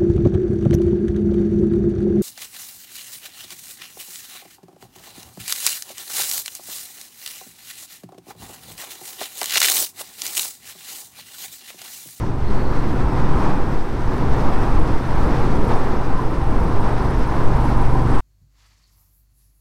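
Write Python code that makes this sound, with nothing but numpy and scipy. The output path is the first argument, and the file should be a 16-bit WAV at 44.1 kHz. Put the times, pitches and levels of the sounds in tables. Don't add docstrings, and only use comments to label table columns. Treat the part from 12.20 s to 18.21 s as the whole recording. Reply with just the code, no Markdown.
import sys
import numpy as np
from scipy import signal
from scipy.fft import rfft, irfft, next_fast_len
from scipy.io import wavfile
from scipy.ndimage import uniform_filter1d

SR = 44100
rng = np.random.default_rng(int(sys.argv[2]) if len(sys.argv) > 2 else 0)


def magnitude_from_level(level_db):
    exponent = np.asarray(level_db, float) / 20
    return 10 ** exponent


def dump(signal):
    limited = np.clip(np.atleast_2d(signal).T, -1, 1)
    pcm = np.round(limited * 32767).astype(np.int16)
    wavfile.write(sys.argv[1], SR, pcm)


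N = 264864
TIME_S = np.arange(N) / SR

# time_s, level_db
THROTTLE = [(0, -4), (.5, -0.5), (1, 1), (1.65, -3.5), (2.0, 0.5), (2.3, 0), (2.6, 0), (3.1, -1),
            (3.45, -1), (3.8, -3.5), (4.3, 0.5), (4.7, 0), (5.4, 5), (6.01, 8)]
# time_s, level_db
GUST_STRENGTH = [(0, -9), (.3, -6.5), (.46, -6), (.7, -4), (1.15, 2.5), (1.42, 0), (1.54, -1), (1.64, -7.5),
                 (2.09, -2), (2.7, 5), (2.88, -4), (3.05, 3.5), (3.5, 2), (4.08, -4), (4.35, 5), (4.72, -1),
                 (4.95, -2.5), (6.01, -3.5)]
# time_s, level_db
WATER_FILM = [(0, -3.5), (.15, -6.5), (.35, 0.5), (.82, -0.5), (1.24, 1), (1.46, -2), (1.55, 0),
              (1.66, -2.5), (1.89, -0.5), (2.26, 3), (2.79, 0), (3.15, 3), (3.4, 1), (3.53, 2),
              (4.08, -1.5), (4.7, 0), (5.55, 2), (6.01, 2)]


def unit(x):
    return x / np.sqrt(np.mean(x ** 2))


def curve(table):
    s, value = np.transpose(table)
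    return np.interp(TIME_S, s, value)


def bumps(rows):
    return sum(db * np.exp(-((TIME_S - s) / length) ** 2) for s, db, length in rows)


def ring(x, modes):
    out = 0
    for hz, width, db in modes:
        r = np.exp(-np.pi * width / SR)
        poles = [1, -2 * r * np.cos(2 * np.pi * hz / SR), r * r]
        out = out + magnitude_from_level(db) * unit(signal.lfilter([1, 0, -1], poles, x))
    return unit(out)


def walk(rate):
    k = int(SR / rate)
    held = np.repeat(rng.standard_normal(N // k + 1), k)
    return unit(uniform_filter1d(uniform_filter1d(held, k), k)[:N])


def rush(colour, source, shared_db, own_db, rate, size_oct=1.0):
    size = next_fast_len(N)
    octave = np.log2(np.fft.rfftfreq(size, 1 / SR) + 1e-3)
    hz, db = np.transpose(colour)
    spectrum = rfft(source, size) * magnitude_from_level(np.interp(octave, np.log2(hz), db, -150, -150))
    out, together = 0, walk(rate)
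    for centre in np.arange(np.floor(np.log2(hz[0])), np.log2(hz[-1]) + 1, size_oct):
        weight = np.clip(1 - abs(octave - centre) / size_oct, 0, 1)
        band = irfft(spectrum * weight, size)[:N]
        out = out + band * magnitude_from_level(shared_db * together + own_db * walk(rate))
    return unit(out)


def engine():
    # time_s, rate_hz
    cycle_rate = [(0, 24.03), (.7, 24.43), (1.3, 24.8), (2, 24.94), (2.15, 24.9), (2.34, 24), (2.48, 23.3),
                  (2.62, 25.2), (2.79, 25.8), (2.9, 24.1), (3, 24.47), (3.3, 24.32), (4, 24.06),
                  (4.6, 23.83), (5.4, 23.78), (6.01, 23.72)]
    phase = np.cumsum(curve(cycle_rate)) / SR + .88
    effort = curve(THROTTLE)
    return (exhaust(phase, effort) + valves(phase, effort) + taps()
            + cam_chain(phase, effort) + silencer(phase, effort))


def exhaust(phase, effort):
    # order_of_cycle, level_db
    push_orders = [(1, -5.5), (2, 0), (3, -5.5), (4, -13), (12, -14.5)]
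    # order_of_cycle, level_db
    pull_orders = [(5, -1), (6, -6), (10, -14.5)]
    # start_s, level_db, length_s
    weak_firings = [(1.35, -6, .08), (1.66, -20, 0.053), (1.8, -4, .08), (1.93, -12, 0.056),
                    (2.65, -1, 0.23), (3.6, -11, 0.046), (3.77, -2.5, 0.044), (4.58, -9, 0.043)]
    cycles = N // 1000
    strength = magnitude_from_level(2.05 * np.interp(phase, np.arange(cycles), rng.standard_normal(cycles)))
    push = sum(magnitude_from_level(db) * np.cos(2 * np.pi * k * (phase - .275)) for k, db in push_orders)
    pull = sum(magnitude_from_level(db) * np.cos(2 * np.pi * k * (phase - .25)) for k, db in pull_orders)
    level_db = -23 + .63 * effort + bumps(weak_firings)
    return magnitude_from_level(level_db) * unit(strength * (push - pull))


def strokes(phase, place, scatter_db):
    at = np.flatnonzero(np.diff(np.floor(phase - place)))
    train = np.zeros(N)
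    train[at] = magnitude_from_level(scatter_db * rng.standard_normal(len(at)))
    return train


def head(rattle):
    # pitch_hz, width_hz, level_db
    head_band = [(9800, 1600, 0)]
    # pitch_hz, width_hz, level_db
    head_modes = [(7410, 150, -9), (9280, 140, -5), (9675, 120, -2), (10050, 130, 0), (10450, 220, -7),
                  (12500, 4000, -10)]
    return ring(ring(rattle, head_band), head_modes)


def valves(phase, effort):
    # place_in_cycle (0-1), level_db, decay_s
    seatings = [
        (.25, -5, .005),
        (.54, -1, .003),
        (.77, -10, .002),
    ]
    # start_s, level_db, length_s
    shakes = [(.4, -4, .4), (1.1, -2, .2), (1.65, -6, 0.2), (2.0, 2, .05), (2.55, 3, 0.34), (3.2, -2, .08),
              (3.45, 2, 0.14), (3.8, -6, .12), (4.4, 1.5, .3), (5.5, 2, .2), (5.8, -3, .15)]
    rattle = 0
    for place, db, decay_s in seatings:
        burst = signal.lfilter([1], [1, -np.exp(-1 / (decay_s * SR))], strokes(phase, place, 2.0))
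        rattle = rattle + magnitude_from_level(db) * burst
    level_db = -73 + .3 * effort + 1.5 * TIME_S + bumps(shakes)
    return magnitude_from_level(level_db) * head(rattle * rng.standard_normal(N))


def taps():
    # start_s, level_db
    strikes = [(1.979, 0), (2.0996, 3), (2.4304, 3), (2.5965, 6), (2.6254, 0), (2.7152, 0), (3.2425, 0),
               (3.3533, 4), (3.3657, 2), (3.4476, 3), (3.4805, 3), (3.4895, 1), (3.5204, 3), (4.1111, 3),
               (4.4867, 0), (4.9072, 1), (5.0739, 0)]
    decay_s = .002
    burst = sum(magnitude_from_level(db) * (TIME_S >= s) * np.exp(-abs(TIME_S - s) / decay_s) for s, db in strikes)
    return magnitude_from_level(-75) * head(burst * rng.standard_normal(N))


def cam_chain(phase, effort):
    # pitch_hz, width_hz, level_db
    chain_modes = [(8465, 60, 0), (8635, 70, -9), (7405, 90, -8)]
    # start_s, level_db, length_s
    slack = [(.2, -3, .4), (2.0, -4, .2), (3.75, -6, 0.12), (3.6, 7, .08), (4.62, 5, .1), (4.95, -2, .2),
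             (3.3, 1, .06), (2.4, 1, .04), (2.68, 3, .04), (5.9, 4, .4)]
    load = magnitude_from_level(1.2 * walk(32) + 2.2 * np.cos(2 * np.pi * (phase - .32)))
    level_db = -65 + .2 * effort + bumps(slack)
    return magnitude_from_level(level_db) * ring(load * rng.standard_normal(N), chain_modes)


def silencer(phase, effort):
    # pitch_hz, width_hz, level_db
    shell_modes = [(797, 16, -3), (932, 30, -2.5), (990, 22, -4.5), (1022, 14, -4), (1177, 25, -12.5)]
    # start_s, level_db, length_s
    singing = [(4.6, 4, .08), (6.1, 7, .08), (4, 10, .12), (5.55, 1, .15), (5.75, 2.5, 0.063),
               (5.98, -1, 0.049), (3.2, 0, .1), (2.34, -11, 0.11)]
    puff = 1 + 1.5 * np.exp(-((phase - .27) % 1 - .5) ** 2 / .004)
    level_db = -40.5 + .95 * effort + bumps(singing)
    return magnitude_from_level(level_db) * unit(puff) * waver(shell_modes, .006)


def waver(modes, drift):
    out = 0
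    for hz, width, db in modes:
        pitch_hz = hz * (1 + drift * walk(4))
        out = out + magnitude_from_level(db) * walk(2 * width) * np.sin(2 * np.pi * np.cumsum(pitch_hz) / SR)
    return unit(out)


def road():
    # start_s, level_db, length_s
    puddles = [(.1, 1.5, 0.088), (.45, -2.5, 0.064), (.94, 0.5, 0.049), (1.0, 2, 0.028), (1.27, 2.5, 0.1),
               (1.97, 1.5, 0.024), (2.5, 0, .04), (3.51, 2.5, 0.027), (2.9, 0, .03), (2.75, 1, .04),
               (3.56, 0.5, 0.014), (4.2, -0.5, 0.1), (4.57, 0.5, .04), (4.68, 1.5, 0.044), (4.85, 1, 0.046),
               (5.02, 2.5, 0.019), (5.74, -2, 0.11), (5.84, -2, 0.016)]
    water = curve(WATER_FILM) + bumps(puddles)
    effort = curve(THROTTLE)
    noise = rng.standard_normal((3, N))
    return (tyre_roar(noise[0], water, effort) + tread_jet(noise[0])
            + spray(noise[1], noise[2], water, effort) + mist(noise[2], water, effort))


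def tyre_roar(noise, water, effort):
    # pitch_hz, level_db (per Hz)
    roar_colour = [(400, -14.5), (600, -4), (720, -3), (800, -1), (860, -1.5), (1025, -1.5), (1065, -3),
                   (1500, -12.5), (2000, -23.5), (3000, -30.5)]
    # start_s, level_db, length_s
    tarmac = [
        (.1, -2.5, 0.24),
        (1.25, 1.5, 0.15),
        (1.5, 1, 0.11),
        (2.02, -1, 0.17),
        (4.3, 2, 0.28),
    ]
    level_db = -30 + .9 * water + .15 * effort + bumps(tarmac)
    return magnitude_from_level(level_db) * rush(roar_colour, noise, .93, .62, 10)


def tread_jet(noise):
    # pitch_hz, width_hz, level_db
    jet_band = [(5650, 1800, 0)]
    return magnitude_from_level(-55.5) * np.exp(-(TIME_S / .13) ** 2) * ring(ring(noise, jet_band), jet_band)


def spray(noise, fender_noise, water, effort):
    # pitch_hz, level_db (per Hz)
    spray_colour = [(1200, 5.5), (1800, 2), (2900, -9), (3700, -10.5), (5100, -12), (6200, -16),
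                    (7050, -23.5), (8450, -23), (8800, -27.5), (11000, -35)]
    # pitch_hz, width_hz, level_db
    fender_modes = [(2620, 90, -1), (3260, 39, 0), (3590, 54, 1), (5100, 120, -14)]
    level = magnitude_from_level(-39.5 + 1.13 * water - .039 * effort)
    hiss = rush(spray_colour, noise, .78, .68, 45, size_oct=.393)
    return level * (hiss + magnitude_from_level(-19) * ring(fender_noise, fender_modes))


def mist(noise, water, effort):
    # pitch_hz, level_db (per Hz)
    mist_colour = [(7000, 1.5), (8900, -2), (10500, -1.5), (13000, -3.5), (15700, -7)]
    # start_s, level_db, length_s
    gaps = [(.14, -3, .07), (1.0, -3, .12), (1.26, -2, .07), (1.75, -2, .15), (2.33, -1.5, .05),
            (3.95, 0.5, 0.14), (5.1, -1.5, 0.28), (5.85, -1, .1)]
    droplets = magnitude_from_level(.8 * rng.exponential(size=N))
    level_db = -60.5 + .79 * water + .087 * effort + bumps(gaps)
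    return magnitude_from_level(level_db) * rush(mist_colour, noise * droplets, .92, .48, 21.55)


def wind():
    # start_s, level_db, length_s
    eddies = [(.12, 5, 0.35), (.47, -1, .05), (.75, 3, 0.056), (1.12, 1, 0.12), (1.38, -10, 0.11),
              (1.66, -17, .05), (1.8, 2, 0.045), (2.1, 5.5, 0.15), (2.3, -6, 0.08), (2.55, 7, 0.1),
              (2.88, -16, 0.045), (3.2, 1, 0.075), (3.6, -14, 0.058), (3.9, -15, 0.17), (4.27, 4.5, .08),
              (4.4, 2, .08), (4.75, -28, 0.069), (4.97, 0, 0.069), (5.35, 9, .08), (5.52, -11, 0.054)]
    # start_s, level_db, length_s
    flaps = [(.35, -0.5, 0.09), (.6, 2, 0.13), (1.86, -3, 0.036), (2.05, 0.5, 0.093), (2.45, 0.5, 0.087),
             (2.78, -3, 0.035), (4.25, -5, 0.055), (4.4, 0, 0.12), (4.9, 0, 0.13), (4.85, 1.5, 0.073),
             (5.25, 2, 0.45), (5.95, 3, 0.056)]
    # pitch_hz, level_db (per Hz)
    rumble_colour = [(14, -29), (20, 6), (35, -4), (60, -7), (100, -11), (140, -20.5), (200, -20)]
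    # pitch_hz, level_db (per Hz)
    buffet_colour = [(80, -4.5), (120, -1), (170, -0.5), (320, 0), (500, -5.5), (700, -22.5), (1200, -43)]
    gust, eddy = curve(GUST_STRENGTH), bumps(eddies)
    rumble_db = -22 + .45 * gust + .57 * eddy
    buffet_db = -25 + .34 * gust + .047 * eddy + bumps(flaps)
    buffet_db = buffet_db + .42 * curve(WATER_FILM)
    return (magnitude_from_level(rumble_db) * rush(rumble_colour, rng.standard_normal(N), .17, .32, 13)
            + magnitude_from_level(buffet_db) * rush(buffet_colour, rng.standard_normal(N), .97, .56, 14))


def swell():
    # start_s, level_db, length_s
    lulls = [(.1, -5, 0.14), (.8, -4, 0.17), (1.77, -15, 0.086), (3.0, -4, 0.062), (4.2, -10, 0.095),
             (4.88, -8.5, 0.15)]
    band = signal.butter(2, [2.0, 7.5], "bandpass", fs=SR, output="sos")
    pressure = signal.sosfilt(band, rng.standard_normal(2 * N))[N:]
    pressure = pressure / np.sqrt(uniform_filter1d(pressure ** 2, int(.4 * SR)))
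    return magnitude_from_level(-13 + .046 * curve(GUST_STRENGTH) + bumps(lulls)) * unit(pressure)


def frame():
    # centre_s, level_db,
    # pitch_hz, length_s
    thuds_and_rings = [(0.276, -22, 45, 0.048), (.31, -26.5, 208, 0.034), (0.642, -24.5, 49.3, 0.065),
                       (0.698, -30, 72, 0.055), (1.033, -29, 73, 0.041), (0.869, -16.5, 50, 0.036),
                       (1.15, -27, 153.5, 0.043), (1.156, -26, 42.3, 0.046), (2.06, -25.5, 140, 0.041),
                       (2.14, -35, 37.8, .05), (2.71, -26, 153, .04), (3.041, -22, 76, .06),
                       (3.562, -16, 900, 0.0013), (3.517, -21, 800, 0.0031), (4.403, -40, 100, 0.032),
                       (4.65, -31, 213, 0.055), (4.908, -27, 72, .06), (4.971, -17, 40, 0.051),
                       (5.154, -20, 50, 0.064), (5.302, -30.5, 202, 0.053), (5.924, -27, 259, .05),
                       (3.45, -28, 202, 0.048), (1.97, -30.5, 388, 0.043), (3.81, -35.5, 812, 0.036),
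                       (4.6, -37, 1015, .04), (4.85, -36, 1040, 0.031), (5.18, -37, 1034, .08),
                       (5.56, -36, 803, 0.15), (5.75, -37, 1022, 0.052), (5.78, -35.5, 777, 0.083),
                       (5.97, -31, 996, 0.034)]
    out = 0
    for s, db, hz, length in thuds_and_rings:
        age = TIME_S - s
        out = out + magnitude_from_level(db) * np.sqrt(2) * np.exp(-(age / length) ** 2) * np.sin(2 * np.pi * hz * age)
    return out


def whistle():
    attack_s, hold_s, release_s = .08, .3, .35
    age = TIME_S - .17
    end = attack_s + hold_s + release_s
    shape = np.clip(np.minimum(age / attack_s, (end - age) / release_s), 0, 1) ** 2
    hz = 4190 + bumps([(.37, 130, .1)])
    level_db = -52.5 - 2 * age + 1.5 * walk(40)
    return shape * magnitude_from_level(level_db) * walk(800) * np.sin(2 * np.pi * np.cumsum(hz) / SR)


def grit():
    # start_s, peak_db
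    strikes = [
        (2.5451, -51),
        (2.5965, -49),
        (3.5568, -39.5),
    ]
    train = np.zeros(N)
    for s, db in strikes:
        train[int((s + .001) * SR)] = magnitude_from_level(db)
    impulse = np.eye(1, 400)[0]
    bright = [(11200, 3000, 0)]  # Hz, width Hz, dB
    tick = ring(ring(impulse, bright), bright) + .5 * ring(impulse, [(1500, 1500, 0)])
    return 1.8 * np.convolve(train, tick / tick.max())[:N]


def scene():
    edge = np.minimum(np.arange(N), np.arange(N)[::-1])
    deep = (engine() + wind() + swell() + frame()) * np.clip(edge / (.012 * SR), 0, 1)
    settle = .09 * np.exp(-(TIME_S / .004) ** 2)
    return (deep + settle + road() + whistle() + grit())[None]


def roll_off(x):
    return signal.sosfilt(signal.butter(12, 15680, fs=SR, output="sos"), x)


def record(dry):
    rounded = np.tanh(.6 * dry) / .6
    return roll_off(rounded)


dry = scene()
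out = record(dry)
dump(out)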